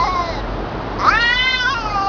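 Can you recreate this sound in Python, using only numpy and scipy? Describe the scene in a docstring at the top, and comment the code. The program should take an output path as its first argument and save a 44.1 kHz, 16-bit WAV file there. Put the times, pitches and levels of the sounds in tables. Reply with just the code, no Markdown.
"""A cat yowls twice at a rival, outdoors beside a parked car, in front of one small mono recorder.
Pulses of its vocal folds ring the throat and mouth. The first yowl sinks and fades with the mouth nearly
shut; the second starts as a rattling growl, speeds up into a clear bright wail, cracks upward and closes
again. Ground and car reflect it to the microphone. Distant traffic and a low hum lie behind, and a faint
low tone swells in the pause."""
import sys
import numpy as np
from scipy import signal
from scipy.fft import rfft, irfft
from scipy.io import wavfile

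SR = 44100
rng = np.random.default_rng(int(sys.argv[2]) if len(sys.argv) > 2 else 0)


def unload_wav(signal):
    """Save mono or channel-first audio to the path in sys.argv[1] as 16-bit WAV at rate SR, clipped to [-1, 1]."""
    wavfile.write(
        sys.argv[1],
        SR,
        np.round(np.clip(np.atleast_2d(signal).T, -1, 1) * 32767).astype(np.int16),
    )


N = 91948
TIME = np.arange(N) / SR

# pulse rate of the vocal folds: t/s, f/Hz
SINKING_PITCH = [(-.02, 324.3), (.037, 352.8), (.046, 423), (.068, 418.5), (.078, 366.3), (.138, 366.8),
                 (.165, 353.5), (.213, 347.4), (.298, 331), (.325, 309.7), (.362, 285), (.412, 273.5)]
WAILING_PITCH = [(.982, 176.2), (1.03, 207.2), (1.06, 277.5), (1.09, 337), (1.108, 378), (1.13, 418.2),
                 (1.21, 473.5), (1.274, 473), (1.31, 485.7), (1.41, 508), (1.47, 518.4), (1.54, 512.5),
                 (1.61, 503.5), (1.657, 484), (1.668, 509.9), (1.69, 523), (1.712, 556), (1.738, 546.7),
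                 (1.748, 464), (1.796, 462.5), (1.838, 430.2), (1.9, 419.6), (1.985, 393.5), (2.028, 389.4),
                 (2.12, 402.5)]
# voice in the first mouth resonance: t/s, level/dB
SINKING_LEVEL = [(0.0, -19), (0.013, -22.5), (0.036, -13.5), (0.054, -20), (0.085, -19), (0.14, -27.5),
                 (0.166, -17), (0.205, -17.5), (0.241, -28.5), (0.31, -24.5), (0.346, -38), (0.39, -29.5)]
WAILING_LEVEL = [(0.97, -29), (1.03, -18), (1.055, -14), (1.088, -10), (1.103, -18), (1.16, -14.0),
                 (1.2, -18), (1.27, -16), (1.323, -14.5), (1.36, -22.0), (1.4, -21), (1.48, -16.5),
                 (1.521, -24), (1.551, -17.5), (1.581, -32), (1.604, -19.5), (1.635, -20), (1.651, -13.5),
                 (1.7, -21), (1.73, -23.5), (1.78, -21), (1.81, -27.5), (1.861, -22), (1.9, -29.5),
                 (1.961, -18), (2.015, -20), (2.024, -19.5), (2.036, -20.5)]
# hoarseness, except the spike at 2.02 s, a brief splice-like glitch: t/s, roughness/0-1
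SINKING_ROUGHNESS = [(.03, .06), (.05, .12), (.078, .22), (.095, .04), (.35, .06)]
WAILING_ROUGHNESS = [(1.0, .4), (1.085, .33), (1.125, .18), (1.2, .05), (1.63, .04), (1.675, .12),
                     (1.705, .03), (1.765, .07), (2.012, .08), (2.021, .5), (2.032, .08)]
# mouth resonances 1-4: t/s, f1/Hz, f2/Hz, level2/dB, f3/Hz, level3/dB, level4/dB
SINKING_MOUTH = [(0.0, 1000.0, 2080.0, -36, 4200, -34.5, -39.5), (0.06, 990, 2040, -31, 3970, -36.5, -35),
                 (0.111, 980.0, 2235, -36, 4050, -36.5, -42.5),
                 (0.182, 1005, 2100.0, -36.5, 3900, -41, -40), (0.287, 760, 2024, -35, 4130, -36.5, -39.5),
                 (0.401, 784, 1995, -43.5, 3850, -40.5, -46.5)]
WAILING_MOUTH = [(0.988, 1104, 2040.0, -39.5, 4070.0, -58.5, -36.5),
                 (1.052, 1120.0, 2117, -32, 3800.0, -33.5, -39),
                 (1.087, 1280.0, 2240, -35.5, 4350.0, -29.5, -33.5),
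                 (1.132, 1520.0, 2245, -24, 4900.0, -39.5, -36.5),
                 (1.15, 1610, 2500.0, -29.5, 3500.0, -31.5, -35),
                 (1.185, 1670.0, 2550.0, -30.5, 3780, -35, -40),
                 (1.211, 1630.0, 3000, -25, 4100.0, -27.5, -40.5),
                 (1.29, 1900.0, 3050, -26, 4100.0, -30.0, -41),
                 (1.356, 1800.0, 3304, -29, 4420.0, -35, -35),
                 (1.384, 1906, 2930.0, -19, 3560, -25.5, -36.5),
                 (1.479, 2010.0, 2990, -25.5, 3730.0, -25, -36.5),
                 (1.559, 1840.0, 2870, -23.5, 3800.0, -24, -35),
                 (1.618, 1600.0, 2950.0, -25.5, 3480.0, -28.5, -31),
                 (1.656, 1460.0, 2770, -49, 3370.0, -32.5, -34.5),
                 (1.727, 1240.0, 2800.0, -34.5, 3430, -30.5, -28.5),
                 (1.752, 1280.0, 2880.0, -33.5, 3930.0, -43, -38.5),
                 (1.86, 1100.0, 2845, -39.0, 4670.0, -45, -39.5),
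                 (1.909, 1060.0, 2220, -36, 4510.0, -39, -44),
                 (1.97, 1050.0, 2800.0, -39, 4500.0, -44, -40),
                 (2.08, 980.0, 2630, -41, 4490.0, -37, -39.5)]


def cat():
    """The foreground voice: a short sinking yowl, then a growl that opens into a wail."""
    sinking = yowl(SINKING_PITCH, SINKING_LEVEL, SINKING_ROUGHNESS, SINKING_MOUTH)
    wailing = yowl(WAILING_PITCH, WAILING_LEVEL, WAILING_ROUGHNESS, WAILING_MOUTH)
    return sinking + wailing


def yowl(pitch, level, roughness, mouth, attack_s=.0089, release_s=.0095):
    """One call: fold pulses and breath ring the throat and mouth; roughness trades tone for rasp."""
    start, end = pitch[0][0], pitch[-1][0]
    sounding = (TIME >= start) & (TIME < end)
    t = TIME[sounding]
    (f0,), (db,), (rough,) = curves(pitch, t), curves(level, t), curves(roughness, t)
    phase = vocal_folds(t, f0, rough)
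    resonances = throat_and_mouth(t, db, mouth)
    tone = np.sqrt(1 - rough ** 2) * harmonics(phase, f0, rough, resonances)
    gate = np.clip((t - start) / attack_s, 0, 1) * np.clip((end - t) / release_s, 0, 1)
    call = np.zeros(N)
    call[sounding] = gate * (tone + rasp(phase, rough, resonances))
    return call


def vocal_folds(t, f0, rough, tremor_hz=36):
    """Phase of the pulses: the pitch quivers and wavers slightly, and jitters with roughness."""
    tremor = .0025 * np.sin(2 * np.pi * tremor_hz * t)
    waver = .0025 * drift(len(t), rate_hz=35)
    jitter = .07 * rough * drift(len(t), rate_hz=250)
    return phase_of(f0 * (1 + tremor + waver + jitter))


def throat_and_mouth(t, db1, mouth, throat_hz=791, hz4=5200):
    """One throat and four mouth resonances, each as (f/Hz, gain, centre over half width, is upper)."""
    hz1, hz2, db2, hz3, db3, db4 = curves(mouth, t)
    throat_db = -22 + .5 * db1   # follows half of the voice's swing
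    return [(np.full(len(t), throat_hz), from_db(throat_db), 3, False),
            (hz1, from_db(db1), 6.9, False),
            (hz2, from_db(db2), 15.8, True),
            (hz3, from_db(db3), 12.4, True),
            (np.full(len(t), hz4), from_db(db4), 9.9, True)]


def harmonics(phase, f0, rough, resonances, steepness=1.07, flutter_db=2.6, smear_from_hz=280):
    """The voiced tone: the resonances lift and delay the overtones, and each flutters on its own."""
    orders = np.arange(2, 30)[:, None]   # the fundamental is too weak to hear
    power, lag = 0, 0
    for hz, gain, sharpness, upper in resonances:
        widening = 1 + 1.2 * rough * upper
        detuning = (orders * f0 / hz - 1) * sharpness / widening
        shape = (1 + detuning ** 2) ** (-2 * steepness)
        power += gain ** 2 * shape / shape.sum(axis=0)
        lag += np.arctan(detuning)   # each resonance rings on after the pulse
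    flutter = from_db([flutter_db * drift(len(f0), rate_hz=42) for _ in orders])
    # slow pulses are crisp; faster ones run together
    smear_rad = 2.5 * np.sqrt(np.clip(f0 / smear_from_hz - 1, 0, 1))
    offsets = smear_rad * rng.standard_normal(orders.shape)
    return np.sum(np.sqrt(2 * power) * flutter * np.sin(orders * phase - lag + offsets), axis=0)


def rasp(phase, rough, resonances, level_db=-2, dip_db=14):
    """Breath noise in each resonance, let through in one puff per pulse of the folds."""
    breath = 0
    for hz, gain, sharpness, upper in resonances:
        amount = np.hypot(rough, .045 * upper)   # the treble keeps a little rasp in the clear voice
        breath += gain * amount * noise_band(phase_of(hz), width_hz=.7 * hz.mean() / sharpness)
    puffs = rms_one(from_db(-dip_db * np.sin(phase / 2 - np.pi / 4) ** 2))
    return from_db(level_db) * puffs * breath


# bounces off ground and car, about 1.3 and 3 m of extra path to the microphone: delay/s, level/dB
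REFLECTIONS = [(.0038, -20.5), (0.009, -19)]


def yard(voice, tail_db=-26, t60_s=.2):
    """The voice at the microphone: direct sound, two near reflections and a faint, short scatter."""
    t = TIME[:SR // 2]
    scatter = rng.standard_normal(len(t)) * from_db(-60 * t / t60_s)
    scatter *= from_db(tail_db) / np.sqrt(np.sum(scatter ** 2))
    near = sum(from_db(db) * np.interp(TIME - delay, TIME, voice, left=0) for delay, db in REFLECTIONS)
    return voice + near + signal.fftconvolve(voice, scatter)[:N]


# spectrum of the distant traffic: f/Hz, level/dB
TRAFFIC_SPECTRUM = [(22, -36.5), (45, -3), (76, -13.5), (110, -9), (170, -13), (270, -11), (400, -13.5),
                    (780, -14.5), (1300, -18.5), (2350, -31.5), (3760, -34.5), (5500, -40.5)]
# tones of the hum: f/Hz, wander/Hz, level/dB relative to the traffic
HUM_TONES = [(46.27, 2.6, -6.5), (110, 5.2, -14)]
# traffic and hum, ducked by the recorder's gain control during the loud wail: t/s, level/dB
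BACKGROUND_LEVEL = [(0, -26.5), (.5, -25), (1.12, -24.5), (1.32, -29), (1.68, -31.5), (1.82, -26.5),
                    (1.93, -26), (2.08, -29.5)]


def street():
    """A dull wash of distant traffic with a wavering low hum."""
    spectrum_hz, spectrum_db = np.transpose(TRAFFIC_SPECTRUM)
    bin_hz = np.maximum(np.arange(N // 2 + 1) * SR / N, 1)
    colour = from_db(np.interp(np.log(bin_hz), np.log(spectrum_hz), spectrum_db))
    wash = rms_one(irfft(rfft(rng.standard_normal(N)) * colour, N))
    hum = 0
    for hz, wander_hz, db in HUM_TONES:
        phase = phase_of(hz + wander_hz * drift(N, rate_hz=2 * wander_hz))
        hum += from_db(db) * np.sqrt(2) * np.sin(phase)
    return from_db(curves(BACKGROUND_LEVEL, TIME)[0]) * (wash + hum)


def low_moan(peak_s=.62, spread_s=.035, hz=420, level_db=-26):
    """A faint, blurred low tone swells and fades between the yowls."""
    t = TIME - peak_s
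    swell = from_db(level_db) * np.exp(-(t / spread_s) ** 2 / 2)
    return swell * noise_band(2 * np.pi * hz * t, width_hz=70)


def from_db(db):
    """Decibels to gain."""
    return 10 ** (np.asarray(db) / 20)


def rms_one(x):
    """Scale to unit rms."""
    return x / np.sqrt(np.mean(x ** 2) + 1e-20)


def curves(rows, t):
    """Each column of a table at the times t."""
    times, *columns = np.transpose(rows)
    return [np.interp(t, times, column) for column in columns]


def drift(size, rate_hz):
    """Smooth random motion of unit rms."""
    return rms_one(lowpass(rng.standard_normal(size + SR), rate_hz, order=2)[SR:])


def noise_band(phase, width_hz):
    """Narrow noise of unit rms around a steady or moving centre."""
    size = len(phase)
    return (drift(size, width_hz) * np.cos(phase) + drift(size, width_hz) * np.sin(phase)) / np.sqrt(2)


def phase_of(hz):
    """Running phase of a moving frequency."""
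    return 2 * np.pi * np.cumsum(hz) / SR


def lowpass(x, hz, order):
    """Roll off the sound above hz."""
    return signal.sosfilt(signal.butter(order, hz, fs=SR, output="sos"), x)


def scene():
    """The cat in front, the street far behind."""
    return (yard(cat()) + street() + low_moan())[None]


def record(dry, ceiling=.9, cutoff_hz=7500):
    """A small recorder rounds the peaks and samples at a quarter rate, which mirrors the treble."""
    rounded = dry / (1 + (dry / ceiling) ** 8) ** (1 / 8)
    narrow = lowpass(rounded, hz=SR / 8, order=14)
    sampled = 4 * narrow * (np.arange(N) % 4 == 0)
    smooth = lowpass(sampled, hz=5433, order=10)   # gentle enough to let some mirror image through
    return signal.sosfilt(signal.cheby2(14, 60, cutoff_hz, fs=SR, output="sos"), smooth)


dry = scene()
out = record(dry)
unload_wav(out)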